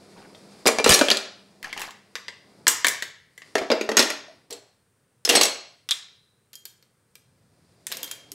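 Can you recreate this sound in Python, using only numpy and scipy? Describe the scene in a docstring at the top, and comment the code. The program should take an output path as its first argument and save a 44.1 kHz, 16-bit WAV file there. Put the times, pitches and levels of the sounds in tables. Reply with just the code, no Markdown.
"""A hum, a low rumble and a sweep of rustle open the scene, with a short scrape and a faint tick. Then handfuls
of utensils go from a pan on the counter into an open kitchen drawer: wooden spoons, a whisk, plastic servers, a
hard salad fork, then small steel cutlery; between drops the hand rummages in the pan. Each contact cracks,
rings its utensil, knocks the drawer's bottom and rebounds; the harder it is, the more treble and the less
knock. A small hard kitchen answers, and a limiter holds the peaks."""
import sys
import numpy as np
from scipy import signal
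from scipy.fft import rfft, irfft, next_fast_len
from scipy.io import wavfile
from scipy.ndimage import uniform_filter1d, minimum_filter1d, map_coordinates

SR = 44100
rng = np.random.default_rng(int(sys.argv[2]) if len(sys.argv) > 2 else 0)


def file_out(sig):
    """Save sig as 16-bit WAV at sys.argv[1]."""
    # one column per channel
    cols = np.atleast_2d(sig).T
    # limit, then scale
    lim = np.clip(cols, -1, 1)
    pcm = np.round(lim * 32767).astype(np.int16)
    wavfile.write(sys.argv[1], SR, pcm)


N = 367794
HIT = np.arange(3 * 2 ** 13) / SR  # time since a contact [s]
CLACK_BINS = np.fft.rfftfreq(2 ** 13, 1 / SR)  # frequencies of a short clack [Hz]


def amp(db):
    """Decibels to gain."""
    return 10 ** (np.asarray(db) / 20)


def unit(x):
    """Scaled to rms 1."""
    return x / np.sqrt(np.mean(x ** 2) + 1e-20)


def along(points, hz):
    """Curve through (frequency, value) points on a log frequency axis."""
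    f, v = np.transpose(points)
    return np.interp(np.log(hz + 1), np.log(f + 1), v)


def fade(t, t60):
    """Exponential decay, 60 dB in t60 seconds."""
    return np.exp(-np.log(1000) * t / np.maximum(t60, 1e-3))


def add(track, s, sound):
    """Mix a sound into a track at time s."""
    room = track[max(round(s * SR), 0):][:len(sound)]
    room += sound[:len(room)]


def noise(colour, size):
    """Noise of rms 1, shaped by a colour curve."""
    m = next_fast_len(size)
    white = rfft(rng.standard_normal(m))
    return unit(irfft(white * amp(along(colour, np.fft.rfftfreq(m, 1 / SR))), m)[:size])


# How long the small hard kitchen rings: (frequency [Hz], t60 [s])
KITCHEN_DECAY = [(150, 0.059), (600, 0.5), (2000, 0.53), (5000, .55), (9000, 0.27), (15000, 0.23)]
# Strength of the wall reflections: (frequency [Hz], level [dB])
WALL_REFLECTIONS = [(100, 5), (500, -1), (2000, -2.5), (5000, -6.5), (9000, 0), (15000, -2)]


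def kitchen(x, wet_db, beamed=1):
    """Adds a freshly drawn noise tail that dies away band by band; beamed resonances stand out less in it,
    since the tail gathers sound sent in all directions."""
    hop = 2 ** 7
    hz = np.fft.rfftfreq(2 * hop, 1 / SR)
    spread = np.interp(hz, CLACK_BINS, np.ones(len(CLACK_BINS)) / np.sqrt(beamed))
    decay = fade(HIT[::hop, None], along(KITCHEN_DECAY, hz))
    gain = decay * spread * amp(along(WALL_REFLECTIONS, hz))
    white = rfft(rng.standard_normal((len(gain), 2 * hop), dtype=np.float32))
    frames = irfft(white * np.float32(gain))
    frames = frames * np.sin(np.pi * np.arange(2 * hop) / (2 * hop))
    tail = (frames[1:, :hop] + frames[:-1, hop:]).ravel()
    tail = tail * (1 - fade(HIT[:-hop], 0.0039))  # the tail builds up just behind the direct sound
    response = amp(wet_db) * tail / np.sqrt(np.sum(tail ** 2))
    response[0] = 1  # direct sound
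    return signal.fftconvolve(np.float32(x), np.float32(response))


# Sweeps of the arm and what it carries: (middle [s], half length [s], rustle level [dB], hiss level [dB])
ARM_SWEEPS = [(0.155, 0.48, -53.5, -59.5), (0.682, 0.33, -58, -60.5), (1.599, 0.78, -60, -65.5),
              (2.58, 0.16, -57.5, -66), (3.542, 0.18, -63, -60), (4.3, 0.19, -61, -70),
              (8.31, 0.79, -62, -65.5)]
# Level of the rumble over time: (time [s], level [dB])
RUMBLE_LEVEL = [(0, -74), (2.1, -80.5), (2.7, -63), (4.9, -86.5), (6.6, -90), (7.3, -65.5), (8.3, -65.5)]
# Colours of still kitchen air, rumble, rustle and hiss: (frequency [Hz], density [dB per Hz])
STILL_AIR = [(25, -27), (65, -17), (105, -1.5), (300, -15), (460, -11.5), (700, -21), (1500, -20),
             (3000, -28), (7200, -29.5), (9000, -22), (11000, -34)]
RUMBLE_COLOUR = [(25, -24.5), (60, -15.5), (98, 0), (140, -1), (300, -17), (1000, -73)]
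RUSTLE_COLOUR = [(30, -39.5), (90, -15.5), (170, -4.5), (420, -6.5), (700, -10.5), (1500, -23.5),
                 (3000, -63.5)]
HISS_COLOUR = [(500, -31.5), (1000, -9), (2400, -6.5), (3000, -12.5), (4800, -3.5), (6200, -12.5),
               (9200, -12.5), (15000, -32)]
# Slow unevenness of the background, also heard in the hum: (frequency [Hz], density [dB per Hz])
WAVER_COLOUR = [(1, -3.5), (12, -1), (40, -49), (200, -120)]


def background():
    """Still air, a soft rumble, and a rustle and hiss that swell and fade with each sweep of the arm."""
    t = np.arange(N) / SR
    rustle, hiss = np.zeros(N), np.zeros(N)
    for s, half_length, rustle_db, hiss_db in ARM_SWEEPS:
        speed = np.exp(-((t - s) / half_length) ** 2)
        rustle += amp(rustle_db) * speed
        hiss += amp(hiss_db) * speed
    rumble = amp(np.interp(t, *np.transpose(RUMBLE_LEVEL)))
    x = amp(-68.0) * noise(STILL_AIR, N)
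    for level, colour in ((rumble, RUMBLE_COLOUR), (rustle, RUSTLE_COLOUR), (hiss, HISS_COLOUR)):
        unevenness_db = 0.93 * noise(WAVER_COLOUR, N)
        x += level * amp(unevenness_db) * noise(colour, N)
    return x


HUM_HZ, HUM_OCTAVE_DB = 199.2, -6
# Level of the appliance hum: (time [s], level [dB])
HUM_LEVEL = [(0, -56.5), (.6, -58.5), (1.9, -66.5), (3.3, -90)]


def hum():
    """A faint, slightly wavering appliance hum, a sine and its octave, fading over the first seconds."""
    t = np.arange(N) / SR
    octave = amp(HUM_OCTAVE_DB) * np.sin(4 * np.pi * HUM_HZ * t)
    tone = unit(np.sin(2 * np.pi * HUM_HZ * t) + octave)
    level_db = np.interp(t, *np.transpose(HUM_LEVEL))
    return tone * amp(level_db + 1.6 * noise(WAVER_COLOUR, N))


# Soft pushes on the drawer, and low drawer knocks as the cutlery lands near the end: # (time [s], level [dB],
# lower resonance [Hz], upper resonance [Hz], rise [s], t60 [s])
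DRAWER_BUMPS = [(0.894, -19.5, 131, 171, .012, 0.14), (.903, -8, 53.95, 84.33, 0.028, 0.035),
                (4.28, -42, 632, 668, 0.036, 0.18), (4.51, -31, 409, 476, 0.08, 0.17),
                (8.031, -47.5, 290, 507, 0.009, 0.19), (8.317, -45.5, 306, 393, 0.018, .15)]


def bumps():
    """Each soft push or knock swells and dies away in two low resonances of the drawer."""
    track = np.zeros(N)
    for s, db, low_hz, high_hz, rise, t60 in DRAWER_BUMPS:
        sway = np.sin(2 * np.pi * low_hz * HIT) + np.sin(2 * np.pi * high_hz * HIT)
        add(track, s, amp(db) * sway * fade(HIT, t60) * (1 - fade(HIT, rise)))
    return track


SLIPS_PER_S, SLIP_LOW_HZ, SLIP_HIGH_HZ = 900, 720, 6000
SLIP_RANGE_DB, SLIP_CYCLES = 15, 20  # spread of sizes; cycles until a slip is 60 dB down
# Handles scraping along the pan: (time [s], length [s], level [dB])
PAN_SCRAPES = [(.161, .1, -54), (1.63, .11, -45), (1.763, .13, -41)]


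def scrapes():
    """Handles dragged along the pan stick and slip: a crowd of tiny ticks, each with its own pitch and size."""
    track, t = np.zeros(N), HIT[:2 ** 10]
    for s, length, db in PAN_SCRAPES:
        stroke = np.zeros(int(length * SR) + len(t))
        for when, pitch, size in rng.random((int(SLIPS_PER_S * length), 3)):
            hz = SLIP_LOW_HZ * (SLIP_HIGH_HZ / SLIP_LOW_HZ) ** pitch
            tick = np.sin(2 * np.pi * hz * t) * fade(t, SLIP_CYCLES / hz)
            add(stroke, when * length, amp(SLIP_RANGE_DB * size) * tick)
        add(track, s, kitchen(amp(db) * unit(stroke), wet_db=-11))
    return track


# Utensils skidding over each other: (time [s], length [s], scrape level [dB], drawer level [dB])
UTENSIL_SKIDS = [(0.872, 0.24, -29, -29.5), (3.985, 0.028, -23.5, -40.5), (4.503, 0.11, -57, -52),
                 (5.302, 0.25, -31, -34), (7.9, 0.38, -51, -57)]


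def skids():
    """Sliding handles catch and slip in grains of noise, and the drawer's bottom drones along."""
    track = np.zeros(N)
    for s, length, scrape_db, drawer_db in UTENSIL_SKIDS:
        size = int(length * SR)
        progress = np.arange(size) / size
        grains = unit(amp(3.4 * noise([(30, 12.0), (250, -14.0), (700, -43.5)], size)))
        scrape = amp(scrape_db) * grains * noise(FORK_COLOUR, size)
        drone = amp(drawer_db) * noise(KNOCK_COLOUR, size)
        swell = unit(np.sin(np.pi * progress ** 0.15))  # quick start, long fall
        add(track, s, kitchen((scrape + drone) * swell, wet_db=-2.0))
    return track


def causal(gain):
    """The minimum-phase response with this gain: it starts only at the blow."""
    cepstrum = irfft(np.log(np.maximum(gain, 1e-6)))
    half = len(cepstrum) // 2
    return np.exp(rfft(np.r_[cepstrum[0], 2 * cepstrum[1:half], np.zeros(half)]))


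def ripple(width_hz, depth_db):
    """Random peaks and dips over frequency: the spot that is struck feeds some modes and misses others."""
    heights = rng.standard_normal(2 ** 11)
    return amp(depth_db * map_coordinates(heights, [CLACK_BINS / width_hz], mode="wrap"))


def burst(response, t60, crack):
    """Filtered noise as a crowd of short-lived modes behind a sharp crack; rms 1 over its first 6 ms."""
    t = HIT[:2 ** 13]
    push = rng.standard_normal(len(t)) * (fade(t, t60) + crack * fade(t, 0.0033))
    x = irfft(rfft(push) * response)
    return np.pad(x / np.sqrt(np.mean(x[:2 ** 8] ** 2)), (0, len(HIT) - len(t)))


FREE_RING_S = .026  # how long a struck utensil rings freely before it touches a neighbour


def ring(modes, favoured, drift_hz):
    """Decaying sine modes: the blow's favoured ones sing out until a neighbour is touched, and shifting
    contact detunes them all."""
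    hz, db, t60 = np.transpose(modes).astype(np.float32)[:, :, None]
    t = HIT.astype(np.float32)
    size = amp(db + rng.normal(0, 0.76, db.shape)) * rng.choice([-1, 1], db.shape)
    drift = np.float32(drift_hz / SR * rng.standard_normal((len(hz), 2 ** 6)))
    cycles = hz * t + np.cumsum(np.repeat(drift, len(t) // 2 ** 6, axis=1), axis=1)
    decay = np.exp(-np.float32(np.log(1000) / np.maximum(t60, .07)) * t)  # no mode dies faster than 0.07 s
    free = 1 + np.float32(favoured(hz)) * np.float32(np.exp(-(HIT / FREE_RING_S) ** 2))
    return np.sum(np.float32(size) * np.sin(2 * np.pi * cycles) * decay * free, axis=0)


# First flight [s], mean ratio of each flight to the last, log spread of the flights
BOUNCE_S, BOUNCE_SHRINK, BOUNCE_SCATTER = .026, 0.65, 0.28


def rebounds(clack, bounce_db, count=2):
    """A loose utensil hops and lands again, softer each time and after a flight that tends to be shorter."""
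    hop = np.arange(count)
    flights = BOUNCE_S * BOUNCE_SHRINK ** hop * np.exp(BOUNCE_SCATTER * rng.standard_normal(count))
    track = np.zeros(len(clack))
    for k, s in enumerate(np.cumsum(flights)):
        add(track, s, amp(bounce_db) / (k + 1) * clack)
    return track


CLACK_LOW_HZ = 160  # utensils are too small to radiate below this
# Colour of the knock on the drawer's bottom: (frequency [Hz], density [dB per Hz])
KNOCK_COLOUR = [(30, -58.5), (80, -39), (155, -19), (220, -5), (420, 1.5), (660, -1), (900, -7),
                (1600, -16.5), (3000, -55.5)]
# Ringing of the drawer: (frequency [Hz], level [dB], t60 [s])
DRAWER_MODES = [(224.5, -1.5, 0.42), (284.5, -0.5, 0.42), (326, -3, 0.3), (397, 2, 0.37), (454, 4, 0.35),
                (510, 0, 0.22), (640, 1, 0.33)]


def contacts(table, colour, modes, clack_db, clack_t60, width_hz, lift_db, treble_db, knock_db,
             knock_slope, ring_db, bounce_db, crack, wet_db, drift_hz=10):
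    """Every contact clacks, rings the utensil and knocks the board under it; hardness trades knock for treble.

    Contact tables give level over clack_db, and hardness: low for a flat landing on the board, high for an
    edge that hits another utensil. A fifth column, if any, is extra ring over ring_db."""
    track, hz = np.zeros(N), CLACK_BINS
    bright = 1 / (1 + (5500 / (hz + 1)) ** 8)  # share of the power that counts as treble
    radiated = hz ** 2 / (hz ** 2 + CLACK_LOW_HZ ** 2)
    for s, db, hardness_db, favoured_hz, *extra_ring_db in table:
        def favoured(f):
            """One resonance of the utensil stands out among many."""
            return 1 + amp(lift_db) / (1 + (2 * (f - favoured_hz) / width_hz) ** 2)

        peaks = favoured(hz) * ripple(width_hz=200, depth_db=2.2)
        gain = amp(along(colour, hz)) * peaks
        board = amp(along(KNOCK_COLOUR, hz)) * ripple(width_hz=49, depth_db=2.0)
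        clack = burst(causal(gain * np.sqrt(1 - bright) * radiated), clack_t60, crack)
        sheen = burst(causal(gain * np.sqrt(bright)), 0.54 * clack_t60, crack)
        sheen = amp(treble_db + hardness_db) * sheen
        drawer_ring = amp(-24.0) * ring(DRAWER_MODES, np.ones_like, drift_hz=1.5)
        thud = burst(causal(board), 0.042, crack) + drawer_ring
        thud = amp(knock_db - knock_slope * hardness_db) * thud
        utensil_ring = amp(ring_db + sum(extra_ring_db)) * ring(modes, favoured, drift_hz)
        blow = clack + sheen + thud + rebounds(clack + thud, bounce_db) + utensil_ring
        add(track, s, kitchen(amp(db + clack_db) * blow, wet_db, peaks))
    return track


PAN_DRIFT_HZ = 90  # utensils shifting in the pan smear its ring into a wash this wide
# Contacts in the pan: (time [s], level [dB], hardness [dB], favoured resonance [Hz])
RUMMAGE_CONTACTS = [(1.6287, -24.5, 2.5, 1880), (1.6442, -18.5, -5.5, 1950), (1.7285, -16, -7, 2140),
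                    (1.7655, -33, -12, 1003), (1.7769, -18.5, 0, 2280), (1.795, -24.5, 7.5, 1640),
                    (1.806, -23.5, 5, 1150), (1.8174, -18, 6, 2500), (1.832, -29.5, 3, 1050),
                    (1.9076, -30, 3, 1050), (2.1545, -15, -4.5, 1850), (2.2822, -17.5, -12.5, 1880),
                    (2.6688, -1.5, -3.5, 1604), (2.6793, -2.5, 18, 7520), (2.8459, 2, -1.5, 1680),
                    (2.8684, -4.5, 7.5, 2400), (2.8834, -13, 17, 2194), (3.0235, -11.5, 1.5, 1850),
                    (3.378, -28, 2, 1793), (3.419, -28.5, -14.5, 2042)]
# Colour of the pan's clack: (frequency [Hz], density [dB per Hz])
PAN_COLOUR = [(400, -31.5), (1050, -7), (1350, -15), (1620, -5), (2050, -1.5), (2450, -9.5), (2900, -4.5),
              (7700, -6.5), (15500, -17)]
# Ringing of the pan: (frequency [Hz], level [dB], t60 [s])
PAN_MODES = [(1660, 1, .5), (1820, 5, .65), (1980, 5, .8), (2150, 4, .72)]


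def rummage():
    """The hand stirs the pan: its hollow body gives a broad resonance and a smeared ring, with little knock."""
    return contacts(RUMMAGE_CONTACTS, PAN_COLOUR, PAN_MODES, clack_db=-13.0, clack_t60=0.065,
                    width_hz=480, lift_db=9, treble_db=-9.0, knock_db=-18.0, knock_slope=0.075,
                    ring_db=-35, bounce_db=-26.0, crack=2.5, wet_db=-5.5, drift_hz=PAN_DRIFT_HZ)


# Clinks: (time [s], level [dB], hardness [dB], favoured resonance [Hz])
CLINK_CONTACTS = [(5.889, -14, 1.5, 3500), (5.909, -7.5, 4, 3550), (5.916, -7, -7, 3500)]
# Ringing of a clink: (frequency [Hz], level [dB], t60 [s])
CLINK_MODES = [(3250, -2.4, 0.55), (3600, -0.054, 0.46), (3760, 0, 0.66), (3950, -1.8, 0.93)]


def clinks():
    """A few close-set modes under a strong resonance clink with a smeared ring and hardly any knock."""
    return contacts(CLINK_CONTACTS, FORK_COLOUR, CLINK_MODES, clack_db=-13.0, clack_t60=0.044,
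                    width_hz=630, lift_db=17.0, treble_db=-2.5, knock_db=-36.5, knock_slope=0.27,
                    ring_db=-28.0, bounce_db=-23, crack=0.44, wet_db=-6.5, drift_hz=PAN_DRIFT_HZ)


# Steel contacts, ringing more when they hang free than when they lie on something; the first row is a # faint
# early tick: (time [s], level [dB], hardness [dB], favoured resonance [Hz], extra ring [dB])
CUTLERY_CONTACTS = [(.3484, -31.5, -20.5, 3510, -11.5), (6.5316, -33, 1, 4200, 8.5),
                    (6.5396, -36.5, 0, 6000, -4), (6.5545, -35, 11, 4985, 16), (6.6539, -26, 5, 4340, 0),
                    (6.8257, -41, -6, 4520, -8), (7.1544, -32.5, -0.5, 2300, -2),
                    (7.868, -19.5, 5.5, 9200, -10), (7.9168, -16, -4.5, 1800, -8),
                    (7.9231, -14, -1.5, 3870, -6), (7.9702, -26.5, 8.5, 8900, -1),
                    (8.031, -19, 5.5, 3420, 6), (8.043, -27, 7, 13500, -17), (8.0777, -29, -4, 7000, 3),
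                    (8.113, -20, 4.5, 7160, 6), (8.318, -30.5, 10.5, 7950, -10)]
# Colour of the steel clack: (frequency [Hz], density [dB per Hz])
CUTLERY_COLOUR = [(400, -33.5), (800, -15), (1600, -5), (4200, -0.5), (7000, -3), (10500, -6.5),
                  (13000, -2.5), (15500, -13)]
# Ringing of the steel: (frequency [Hz], level [dB], t60 [s])
CUTLERY_MODES = [(3215, 1, 0.4), (4600, -13, .25), (4985, -11, 0.28), (6627, -13, 0.26)]


def cutlery():
    """Small steel pieces tick brightly and ring with little drift."""
    return contacts(CUTLERY_CONTACTS, CUTLERY_COLOUR, CUTLERY_MODES, clack_db=-16.0, clack_t60=0.05,
                    width_hz=710, lift_db=2.5, treble_db=1.0, knock_db=-18.5, knock_slope=0.8,
                    ring_db=-19, bounce_db=-18, crack=1.5, wet_db=-6.0, drift_hz=4)


# Fork contacts, ringing more when it hangs free than when it lies on something:
# (time [s], level [dB], hardness [dB], favoured resonance [Hz], extra ring [dB])
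FORK_CONTACTS = [(4.507, -29, 11, 4270, -6), (4.526, -29, 11.5, 7450, 4.5), (5.2503, -13.5, 14, 5250, -11),
                 (5.275, -16, -8, 1900, -6), (5.291, -5, 6.5, 2830, -5.5), (5.297, -4, 5.5, 3100, -4),
                 (5.324, -14, 2, 3220, -3.5), (5.337, -16.5, -21, 1690, -8), (5.3525, -1.5, -1.5, 5500, 5),
                 (5.356, -7.5, 8.5, 8170, 6), (5.3695, -5, -8, 4200, -6.5), (5.412, -1, 3.5, 7740, 0.5),
                 (5.433, -7, 10.5, 6600, 5.5), (5.454, -12, 9, 4300, -6.5)]
# Colour of the fork's clack, also used for clinks and skids: (frequency [Hz], density [dB per Hz])
FORK_COLOUR = [(400, -39.5), (900, -11.5), (2300, -4), (4200, -3), (5600, -7), (8000, -13.5), (13500, -23),
               (16000, -28.5)]
# Ringing of the fork: (frequency [Hz], level [dB], t60 [s])
FORK_MODES = [(2218, -9, .5), (3246, -5, 0.37), (4274, 1, 0.5), (4727, -4, .23), (5455, -1, 0.32),
              (6024, -9, 0.45), (6568, -5, .42), (7397, -7, .37), (7741, -1.5, 0.45), (8166, 1, 0.14),
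              (8985, -2, .28), (10100, -7, 0.22)]


def fork():
    """The hard salad fork clacks and rings in many modes."""
    return contacts(FORK_CONTACTS, FORK_COLOUR, FORK_MODES, clack_db=-13.5, clack_t60=0.1,
                    width_hz=200, lift_db=11, treble_db=-4.5, knock_db=-5.0, knock_slope=0.55,
                    ring_db=-19.5, bounce_db=-12.0, crack=.6, wet_db=-8.5)


# Server contacts: (time [s], level [dB], hardness [dB], favoured resonance [Hz])
SERVER_CONTACTS = [(3.5535, -7, -5.5, 1800), (3.581, -16, -4, 2300), (3.615, -26, -19.5, 1000),
                   (3.702, -11, -14, 3480), (3.716, -7, -5.5, 4860), (3.811, -14, -6, 2360),
                   (3.8905, -12.5, -8, 1910), (3.916, -17, -4.5, 1930), (3.969, 2, 5, 6560),
                   (3.993, -3.5, 2.5, 5300), (4.001, -6.5, 4.5, 4340), (4.0255, -13.5, 4, 5400),
                   (4.102, -15, 2.5, 2100)]
# Colour of the plastic clack: (frequency [Hz], density [dB per Hz])
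SERVER_COLOUR = [(400, -32.5), (1000, -4), (1800, 3), (3200, 0.5), (5000, 0), (7000, -9.5), (13000, -21),
                 (16000, -33)]
# Ringing of the plastic: (frequency [Hz], level [dB], t60 [s], held to 0.07 s or more)
SERVER_MODES = [(1950, 0, 0.13), (3520, -0.5, 0.056), (4653, -6.5, .1), (5820, -1.5, 0.13),
                (6660, 6.5, 0.11)]


def servers():
    """Plastic servers land with a dull crack, a full knock and a short ring."""
    return contacts(SERVER_CONTACTS, SERVER_COLOUR, SERVER_MODES, clack_db=-12.5, clack_t60=0.063,
                    width_hz=190, lift_db=9.5, treble_db=-2.0, knock_db=-1.5, knock_slope=0.66,
                    ring_db=-29, bounce_db=-15.0, crack=0.27, wet_db=-6.5)


# Whisk contacts: (time [s], level [dB], hardness [dB], favoured resonance [Hz])
WHISK_CONTACTS = [(1.085, -5.5, -5, 3080), (1.1025, 0, 4, 2970), (1.1135, 1.5, -2.5, 4460),
                  (1.171, -9, 6, 4100)]


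def whisk():
    """The whisk shares the spoons' colour and modes, with a broader resonance and less treble and ring."""
    return contacts(WHISK_CONTACTS, SPOON_COLOUR, SPOON_MODES, clack_db=-12, clack_t60=0.042,
                    width_hz=610, lift_db=12.5, treble_db=-12.5, knock_db=-12, knock_slope=0.99,
                    ring_db=-34.5, bounce_db=-19.0, crack=0.97, wet_db=-6.0)


# Spoon contacts: (time [s], level [dB], hardness [dB], favoured resonance [Hz])
SPOON_CONTACTS = [(.656, -11.5, -11, 1270), (.663, -3, -6, 4900), (.671, 0.5, 2.5, 2280),
                  (.679, -3.5, 4, 6080), (.688, -9, -11.5, 1090), (.7855, -8.5, -6.5, 2350),
                  (.799, -15, -12.5, 910), (.843, -1.5, 1.5, 2780), (.862, -1.5, -9.5, 1270),
                  (.879, -10.5, -2.5, 2977), (.892, 2, 5, 2980), (.903, 7.5, 6, 4750), (.920, 2, 2.5, 3800),
                  (.9345, -4.5, 7.5, 5700), (.940, 1, 8.5, 4275), (.946, -3.5, 9, 5750),
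                  (.991, -8.5, 2.5, 4070), (1.012, -3, -10, 1532)]
# Colour of the wooden clack: (frequency [Hz], density [dB per Hz])
SPOON_COLOUR = [(400, -29), (1000, -6.5), (2200, -5), (5000, -3.5), (8400, -6.5), (14000, -19.5),
                (16000, -23.5)]
# Ringing of the wood: (frequency [Hz], level [dB], t60 [s])
SPOON_MODES = [(1733, 1.5, 0.21), (2379, 4.5, 0.2), (2830, -3, .15), (4045, -2, .12), (6100, -1, 0.1),
               (9300, -3, .1)]


def spoons():
    """A handful of wooden spoons clatters down in a dense run of sharp clacks, each with a narrow resonance."""
    return contacts(SPOON_CONTACTS, SPOON_COLOUR, SPOON_MODES, clack_db=-13.5, clack_t60=0.053,
                    width_hz=180, lift_db=11.5, treble_db=-3.5, knock_db=-4.5, knock_slope=.9,
                    ring_db=-22.5, bounce_db=-17.5, crack=0.99, wet_db=-9.0)


def scene():
    """Everything heard from above the drawer, the same in both channels."""
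    x = background() + hum() + bumps() + scrapes() + skids()
    x += rummage() + clinks() + cutlery() + fork() + servers() + whisk() + spoons()
    return np.array([x, x])


TOP_HZ = 15800
# Where the two microphone ports differ: (frequency [Hz], width [Hz], share toward the left [gain])
PORT_RESONANCES = [(1890, 590, 0.26), (9850, 300, -0.13)]


def record(dry):
    """Two close ports with their own resonances, a fast limiter and a band limit."""
    m = next_fast_len(N + SR // 2)
    hz, spectrum = np.fft.rfftfreq(m, 1 / SR), rfft(dry, m)
    side = 0
    for centre, width, share in PORT_RESONANCES:
        side = side + share * 1j * hz * width / (centre * centre - hz * hz + 1j * hz * width)
    x = irfft(spectrum * np.array([1 + side, 1 - side]), m)[:, :N]
    # one gain for both channels dips around each peak over the ceiling
    needed = np.minimum(1, .86 / (np.abs(x).max(axis=0) + 1e-9))
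    gain = uniform_filter1d(minimum_filter1d(needed, size=161), size=81)
    roll_off = 1 / (1 + (hz / TOP_HZ) ** 120)
    return irfft(rfft(x * gain, m) * roll_off, m)[:, :N]


dry = scene()
out = record(dry)
file_out(out)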